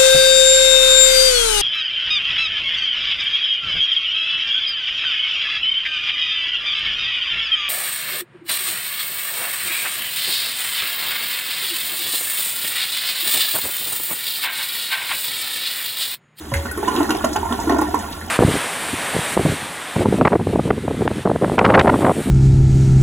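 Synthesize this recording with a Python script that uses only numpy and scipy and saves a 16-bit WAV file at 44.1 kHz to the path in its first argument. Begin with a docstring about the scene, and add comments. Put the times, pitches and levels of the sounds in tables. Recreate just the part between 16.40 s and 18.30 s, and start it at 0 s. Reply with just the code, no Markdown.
"""Air gulping down a drain at the end of a toilet flush, heard from above the bowl in a small tiled room.
Each gulp booms as a pocket in the trap, rings a cluster of bubbles, sloshes the bowl and throws noisy spray.
Around it lone bubbles ring, the low ones as a thump, and drops tick; rinse water is bubble swarms and hiss.
Behind lies the drain pipe: a narrow noise drone over rumble.
Phase and level differences spread the water in stereo."""
import sys
import numpy as np
from scipy import signal
from scipy.fft import rfft, irfft
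from scipy.io import wavfile

SR = 44100
rng = np.random.default_rng(int(sys.argv[2]) if len(sys.argv) > 2 else 0)


def inscribe(sig):
    """Save sig as 16-bit PCM at rate SR to the path in sys.argv[1].

    A 1-D sig is mono; a 2-D sig holds one channel per row.
    Samples are clipped to [-1, 1] before scaling.
    """
    pcm = np.round(np.clip(np.atleast_2d(sig).T, -1, 1) * 32767)
    wavfile.write(sys.argv[1], SR, pcm.astype(np.int16))


N = 83790  # samples, 1.9 s
T = np.arange(N) / SR
HZ = np.maximum(np.arange(N + 1) * SR / (2 * N), 1)  # frequency axis of the filters

# Drone of the drain pipe: [t/s, level/dB]
DRONE_LEVEL = [(0, -42.5), (.3, -31.5), (.5, -39.5), (.9, -37.5), (.98, -29.5), (1.15, -35), (1.45, -31),
               (1.65, -38), (1.9, -39)]
# Soft rumble under the drone, spectrum: [f/Hz, relative level/dB]
RUMBLE_SPECTRUM = [(25, -40), (50, 11), (110, -18), (180, 8.5), (300, -15), (600, -12), (2000, -51)]
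# Running water: [t/s, low gurgle level/dB, churning in the bowl level/dB, relative hiss and fizz level/dB]
FLOW_LEVELS = [(0, -35, -72, -39), (.11, -36.5, -55, -37), (.16, -42, -48, -31), (.35, -32, -43.5, -36),
               (.52, -30, -28, -30), (.6, -23.5, -29, -28), (.69, -26, -32, -31.5), (.8, -33, -30, -31),
               (.9, -29.5, -34.5, -32.5), (1.05, -34, -27, -33.5), (1.24, -29.5, -29.5, -31),
               (1.33, -18.5, -30, -34), (1.5, -28, -29.5, -33.5), (1.6, -29, -27.5, -33),
               (1.72, -43.5, -41, -33.5), (1.9, -40, -35, -37)]
# Hiss of the rinse water, spectrum: [f/Hz, relative level/dB]
HISS_SPECTRUM = [(800, 14.5), (1600, 12), (2300, 2.5), (3500, 5), (5200, 0), (8500, 3.5), (11500, 1.5),
                 (15500, -2)]
# Lone bubbles that ring on: [t/s, starting f/Hz, level/dB, decay/s]
LONE_BUBBLES = [(.118, 554.4, -22, 0.084), (0.119, 120, -13, 0.017), (.139, 2065, -11, 0.005),
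                (.141, 1879, -26, 0.056), (.141, 1604, -11, 0.0046), (0.146, 1130, -39, 0.028),
                (0.153, 81.3, -12, 0.053), (0.287, 1880, -22, .026), (0.313, 1482, -18, 0.011),
                (0.379, 403, -20, 0.03), (0.448, 1874, -22, 0.0074), (.482, 2940, -19, 0.0058),
                (0.482, 1009, -7.5, 0.011), (.643, 1856, -19, .007), (0.705, 2770, -20.5, 0.012),
                (0.842, 1105, -7, 0.005), (.845, 221.6, -23, 0.052), (1.03, 915, -11, 0.0086),
                (1.294, 1863, -14.5, 0.0077), (1.301, 1064, -8.5, 0.0059), (1.386, 1410, -20.5, 0.02),
                (1.5434, 1057, -4, 0.0037), (1.685, 929, -27.5, 0.02), (1.71, 269, -23.5, 0.017),
                (1.813, 1770, -16, 0.003), (1.83, 224, -26.5, 0.028)]
# Single splashing drops: [t/s, relative level/dB, splash f/Hz]
SPLASH_DROPS = [(.139, -13, 2120), (0.139, -18.5, 9000), (0.166, -26, 6050), (0.313, -21.5, 10600),
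                (.374, -23.5, 10200), (0.481, -23, 6500), (0.562, -15.5, 2870), (0.93, -19, 6100),
                (1.199, -23, 6300), (1.385, -23, 7300), (1.412, -22, 11100), (1.589, -24, 7050),
                (1.723, -22.5, 4000)]
# Gulps of air: [t/s, starting bubble f/Hz, starting air pocket f/Hz,
#                relative pocket level/dB, relative bubbles level/dB, relative spray level/dB]
AIR_GULPS = [(.115, 952, 229, -26, -24, -51), (0.252, 1456, 233, -24.5, -22.5, -36.5),
             (0.374, 1057, 350.5, -17.5, -23.5, -60), (.425, 848, 426, -26.5, -19, -36),
             (.473, 990, 318, -19.5, -17, -30.5), (.547, 998, 243, -22.5, -21, -33),
             (0.564, 1015, 338, -19, -34, -48), (.581, 1040, 318, -16.5, -26.5, -34.5),
             (0.601, 983, 409, -25, -15.5, -48), (.625, 944, 323, -19, -23.5, -32),
             (.688, 1434, 282, -16.5, -17.5, -30), (.701, 972, 299.5, -14, -15.5, -21),
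             (.744, 712, 315, -19, -23, -30), (.839, 622, 248, -16, -13, -22),
             (.956, 833, 387.6, -19, -14, -24.5), (1.106, 1060, 232, -14.5, -46, -38),
             (1.119, 965, 381, -23, -19.5, -26), (1.271, 940, 311, -13, -25, -39),
             (1.291, 675, 267, -25, -14, -27.5), (1.3, 878, 273, -11, -17.5, -38),
             (1.317, 656, 385, -16, -17.5, -33), (1.34, 928, 321, -18, -21.5, -41),
             (1.358, 657, 380, -25, -20.5, -47), (1.385, 963, 310.5, -11, -16.5, -47),
             (1.414, 812, 314, -16, -16, -31.5), (1.539, 924, 287, -22, -16, -30)]
# Spray and the ticks of drops, spectrum: [f/Hz, relative level/dB]
SPRAY_SPECTRUM = [(600, -58), (1500, -1), (3000, 5), (5000, -1), (8000, -1.5), (11500, -2.5), (15500, -16)]
# Resonances of bowl and trap: [f/Hz, width/Hz, relative level/dB]
BOWL_RESONANCES = [(229, 12.6, 3.5), (305, 22, -3.5), (381, 21.4, 8.5), (637, 207, -7.5), (880, 254, -6.5),
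                   (1078, 204, -4), (1368, 48, 0.5), (1789, 54, -1)]
# Pitches that cancel inside the bowl: [f/Hz, width/Hz, depth/dB]
BOWL_HOLLOWS = [(181.5, 35, -30), (555, 113, -4), (1208, 110, -57.5), (1596, 78, -16.5), (2070, 2000, -5.5)]
# Phase lead of the left channel by frequency: [f/Hz, phase/rad]
LEFT_LEAD = [(0, 0), (300, -.1), (860, -.7), (1900, .6), (3300, 1.2), (4750, 3.14), (6700, 6.28),
             (15400, 18.85), (22050, 28.5)]
# Level balance of left and right by frequency: [f/Hz, left minus right level/dB]
LEFT_RIGHT_BALANCE = [(330, -0.5), (600, -2), (1000, -7), (1500, -2.5), (2400, -2), (4000, -0.5)]

# Drain pipe; the drone passes its resonance twice
DRONE_HZ, DRONE_WIDTH_HZ, RUMBLE_DB = 76.1, 16.2, -44
# Rinse water: swarms of small bubbles, then the mix of fizz and hiss
GURGLE_PER_S, GURGLE_CYCLES, GURGLE_SPREAD_DB = 170, 4.5, 3.5
CHURN_PER_S, CHURN_CYCLES, CHURN_SPREAD_DB = 320, 9, 4
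FIZZ_PER_S, FIZZ_CYCLES, FIZZ_SPREAD_DB = 1500, 14, 4.5
CHURN_GLIDE, FIZZ_GLIDE = 0.025, 0.002  # share of the pitch climbed in one decay time
FIZZ_DB, HISS_DB = -6, -1
HISS_PATCHY_DB, SPRAY_PATCHY_DB, PATCHES_PER_S = 3.5, 6.5, 170
# Bubbles and drops
BUBBLE_ONSET_CYCLES, BLOOP_RISE_PER_S = 0.55, 0.026
TICK_DB, TICK_ATTACK_S, TICK_DECAY_S = -8, 0.0002, 0.0018
DROP_DB, DROP_ATTACK_S, DROP_DECAY_S, DROP_WIDTH = -7.5, 0.0013, 0.01, 0.61  # width as a share of f
# Gulps: trims on the table levels, and the shape of each part
POCKET_DB, POCKET_DECAY_S, POCKET_RISE_PER_S = 5, 0.013, 1.6
BUBBLE_DB, BUBBLE_CYCLES, BUBBLE_RISE_PER_S = 5.5, 5.83, 3.46
SATELLITE_DB, SATELLITE_SPAN_S, SATELLITE_OCTAVES, SATELLITE_CYCLES = -7.5, 0.02, 0.238, 5.6
SLOSH_DB, SLOSH_ATTACK_S, SLOSH_DECAY_S = -4, 0.00399, 0.012
SPRAY_DB, SPRAY_LAG_S, SPRAY_ATTACK_S, SPRAY_DECAY_S = 1.5, 0.0035, 0.0015, 0.0085
# Room and recorder
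ROOM_T60_S, ROOM_GAP_S, ROOM_DB, ROOM_TREBLE_DB = 0.19, 0.0065, -11.5, -4
TOP_HZ = 15800


def undb(db):
    """Decibels to gain."""
    return 10 ** (np.asarray(db) / 20)


def unit(x):
    """Scale to rms 1."""
    return x / np.sqrt(np.mean(x ** 2))


def filt(x, response):
    """Filter by a response given on HZ."""
    return irfft(rfft(x, 2 * N) * response)[..., :N]


def colour(points):
    """Gain on HZ from (f/Hz, level/dB) points, joined along log frequency."""
    hz, db = np.array(points, float).T
    return undb(np.interp(np.log(HZ), np.log(hz), db))


def resonance(hz, width):
    """Response of one band-pass resonance."""
    return 1 / (1 + 1j * (HZ ** 2 - hz ** 2) / (HZ * width))


def curve(table, axis=1):
    """Gain over time from a dB column."""
    columns = np.array(table, float).T
    return undb(np.interp(T, columns[0], columns[axis]))


def add(out, s, sound):
    """Mix a sound in at time s."""
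    start = int(np.clip(s * SR, 0, N - 1))
    out[start:start + len(sound)] += sound[:N - start]


def burst(noise, attack, decay):
    """Noise that swells and dies away, with the energy of its envelope at peak 1."""
    t = T[:len(noise)]
    env = (1 - np.exp(-t / attack)) * np.exp(-t / decay)
    energy = np.sqrt(np.mean(env ** 2)) / env.max()
    return unit(noise * env) * energy


def bubble(hz, decay, rise):
    """A damped ring that swells within a cycle or two; its pitch climbs as the bubble nears the surface."""
    t = T[:int(6 * decay * SR) + 2]
    ring = np.sin(2 * np.pi * hz * t * (1 + rise * t / 2))
    onset = 1 - np.exp(-(t * hz / BUBBLE_ONSET_CYCLES) ** 2)
    return ring * np.exp(-t / decay) * onset


def swarm(per_s, low_hz, high_hz, cycles, spread_db, glide):
    """Random small bubbles, a few louder than the rest; each climbs by the share glide as it fades."""
    out = np.zeros(N)
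    draws = rng.random((6000, 3))
    pitch_ratio = min(high_hz, TOP_HZ) / low_hz
    for when, pitch, size in draws[:int(per_s * N / SR)]:
        hz = low_hz * pitch_ratio ** pitch
        level = undb(-spread_db * np.log(size + 0.02)) * np.sqrt(hz)
        add(out, when * N / SR, level * bubble(hz, cycles / hz, glide * hz / cycles))
    return unit(out)


def patchy(spectrum, depth_db, count=20):
    """Noise of many droplets: every narrow band flares and fades on its own."""
    noise = rfft(rng.standard_normal(N), 2 * N) * colour(spectrum)
    out = 0
    step = TOP_HZ / (count - 1)
    for k in range(count):
        flare = np.interp(T * PATCHES_PER_S, np.arange(N // 50), rng.standard_normal(N // 50))
        band = np.maximum(1 - abs(HZ / step - k), 0)  # triangles that overlap their neighbours
        out = out + irfft(noise * band)[:N] * undb(depth_db * flare)
    return unit(out)


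def bowl():
    """Response of the bowl and its trap: resonances in a broad band, closed off at both ends."""
    modes = sum(undb(db) * resonance(hz, width) for hz, width, db in BOWL_RESONANCES)
    return modes * resonance(440, 990) / (1 + (170 / HZ) ** 6) / (1 + (HZ / 2300) ** 6)


def hollows():
    """Response of the dips where reflections in the bowl cancel."""
    dips = [1 - (1 - undb(db)) * resonance(hz, width) for hz, width, db in BOWL_HOLLOWS]
    return np.prod(dips, axis=0)


def room(x):
    """Tiled walls: a short dense tail, alike on both sides in the bass."""
    env = undb(-60 * T / ROOM_T60_S) * (T > ROOM_GAP_S)
    tails = rng.standard_normal((2, N)) * env / np.sqrt(np.sum(env ** 2))
    mid, side = rfft(tails, 2 * N)
    apart = np.clip(HZ / 330, 0, 1) ** 2
    walls = (mid + apart * side * np.array([[1], [-1]])) / np.sqrt(1 + apart ** 2)
    tiles = colour([(90, -2), (250, 3.5), (2200, 9.0), (6000, ROOM_TREBLE_DB)])
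    return filt(x, walls * tiles) * undb(ROOM_DB)


def drain():
    """The air in the drain pipe drones over a soft rumble."""
    drone = signal.hilbert(filt(rng.standard_normal(N), resonance(DRONE_HZ, DRONE_WIDTH_HZ) ** 2))
    drone = unit(drone.real / np.sqrt(abs(drone)))  # evens out the swells of narrow noise
    rumble = unit(filt(rng.standard_normal(N), colour(RUMBLE_SPECTRUM)))
    return drone * curve(DRONE_LEVEL) + undb(RUMBLE_DB) * rumble


def rinse():
    """Water gurgles in the trap, churns in the bottom of the bowl, and fizzes and hisses down its sides."""
    gurgle = swarm(GURGLE_PER_S, 191.2, 390.5, GURGLE_CYCLES, GURGLE_SPREAD_DB, CHURN_GLIDE)
    gurgle = unit(filt(gurgle, np.sqrt(bowl())))
    churn = swarm(CHURN_PER_S, 636.8, 2428, CHURN_CYCLES, CHURN_SPREAD_DB, CHURN_GLIDE)
    churn = unit(filt(churn, bowl()))
    fizz = swarm(FIZZ_PER_S, 1678, 11740, FIZZ_CYCLES, FIZZ_SPREAD_DB, FIZZ_GLIDE)
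    fizz = unit(filt(fizz, colour(HISS_SPECTRUM)))
    hiss = patchy(HISS_SPECTRUM, HISS_PATCHY_DB)
    low = gurgle * curve(FLOW_LEVELS) + churn * curve(FLOW_LEVELS, axis=2)
    high = undb(FIZZ_DB) * fizz + undb(HISS_DB) * hiss
    return low + high * curve(FLOW_LEVELS, axis=3)


def drops():
    """Drops hit the porcelain: a bright tick, then a short splash around one pitch."""
    out, size = np.zeros(N), SR // 20
    for s, db, hz in SPLASH_DROPS:
        noise = rng.standard_normal(N)
        tick = filt(noise, colour(SPRAY_SPECTRUM))[size:2 * size]
        splash = filt(noise, resonance(hz, DROP_WIDTH * hz) ** 2)[:size]
        add(out, s, undb(db + TICK_DB) * burst(tick, TICK_ATTACK_S, TICK_DECAY_S))
        add(out, s, undb(db + DROP_DB) * burst(splash, DROP_ATTACK_S, DROP_DECAY_S))
    return out


def bloops():
    """Single bubbles each ring at one pitch and die away; the low ones thump."""
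    out = np.zeros(N)
    for s, hz, db, decay in LONE_BUBBLES:
        add(out, s, undb(db) * bubble(hz, decay, BLOOP_RISE_PER_S))
    return out


def satellites(hz, count=6):
    """A quick chain of bubbles around the main bubble's pitch, each weaker than the last."""
    out = np.zeros(SR // 8)
    for k, (when, pitch) in enumerate(rng.random((count, 2))):
        own_hz = hz * 2 ** (SATELLITE_OCTAVES * (3 * pitch - 1))
        ring = bubble(own_hz, SATELLITE_CYCLES / own_hz, BUBBLE_RISE_PER_S)
        add(out, SATELLITE_SPAN_S * (k + when) / count, undb(-1.5 * k) * ring)
    return out


def gulps():
    """Air breaks into the trap: the pocket booms, bubbles ring, water sloshes in the bowl and spray flies."""
    out, size = np.zeros(N), 4000
    slosh = unit(filt(rng.standard_normal(N), bowl() / (1 + (420 / HZ) ** 2)))
    spray = patchy(SPRAY_SPECTRUM, SPRAY_PATCHY_DB)
    for s, bubble_hz, pocket_hz, pocket_db, bubbles_db, spray_db in AIR_GULPS:
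        pick = rng.integers(0, N - size)
        boom = bubble(pocket_hz, POCKET_DECAY_S, POCKET_RISE_PER_S)
        ring = bubble(bubble_hz, BUBBLE_CYCLES / bubble_hz, BUBBLE_RISE_PER_S)
        surge = burst(slosh[pick:pick + size], SLOSH_ATTACK_S, SLOSH_DECAY_S)
        spatter = burst(spray[pick:pick + size], SPRAY_ATTACK_S, SPRAY_DECAY_S)
        add(out, s, undb(pocket_db + POCKET_DB) * boom)
        # the main bubble rings one slosh attack later; its chain starts just before it
        add(out, s + SLOSH_ATTACK_S, undb(bubbles_db + BUBBLE_DB) * ring)
        add(out, s, undb(bubbles_db + SATELLITE_DB) * satellites(bubble_hz))
        add(out, s, undb(bubbles_db + SLOSH_DB) * surge)
        add(out, s + SPRAY_LAG_S, undb(spray_db + SPRAY_DB) * spatter)
    return out


def scene():
    """The water is heard directly, spread by phase and level, and by way of the walls; the drain is centred."""
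    water = filt(gulps() + drops() + bloops() + rinse(), hollows())
    sides = np.array([[.5], [-.5]])  # left and right share each difference equally
    phase = np.interp(HZ, *np.array(LEFT_LEAD).T)
    direct = filt(water, colour(LEFT_RIGHT_BALANCE) ** sides * np.exp(1j * phase * sides))
    return direct + room(water) + drain()


def record(dry):
    """The recorder cuts the top with a steep low-pass."""
    return signal.sosfilt(signal.ellip(10, .2, 80, TOP_HZ, fs=SR, output="sos"), dry)


dry = scene()
out = record(dry)
inscribe(out)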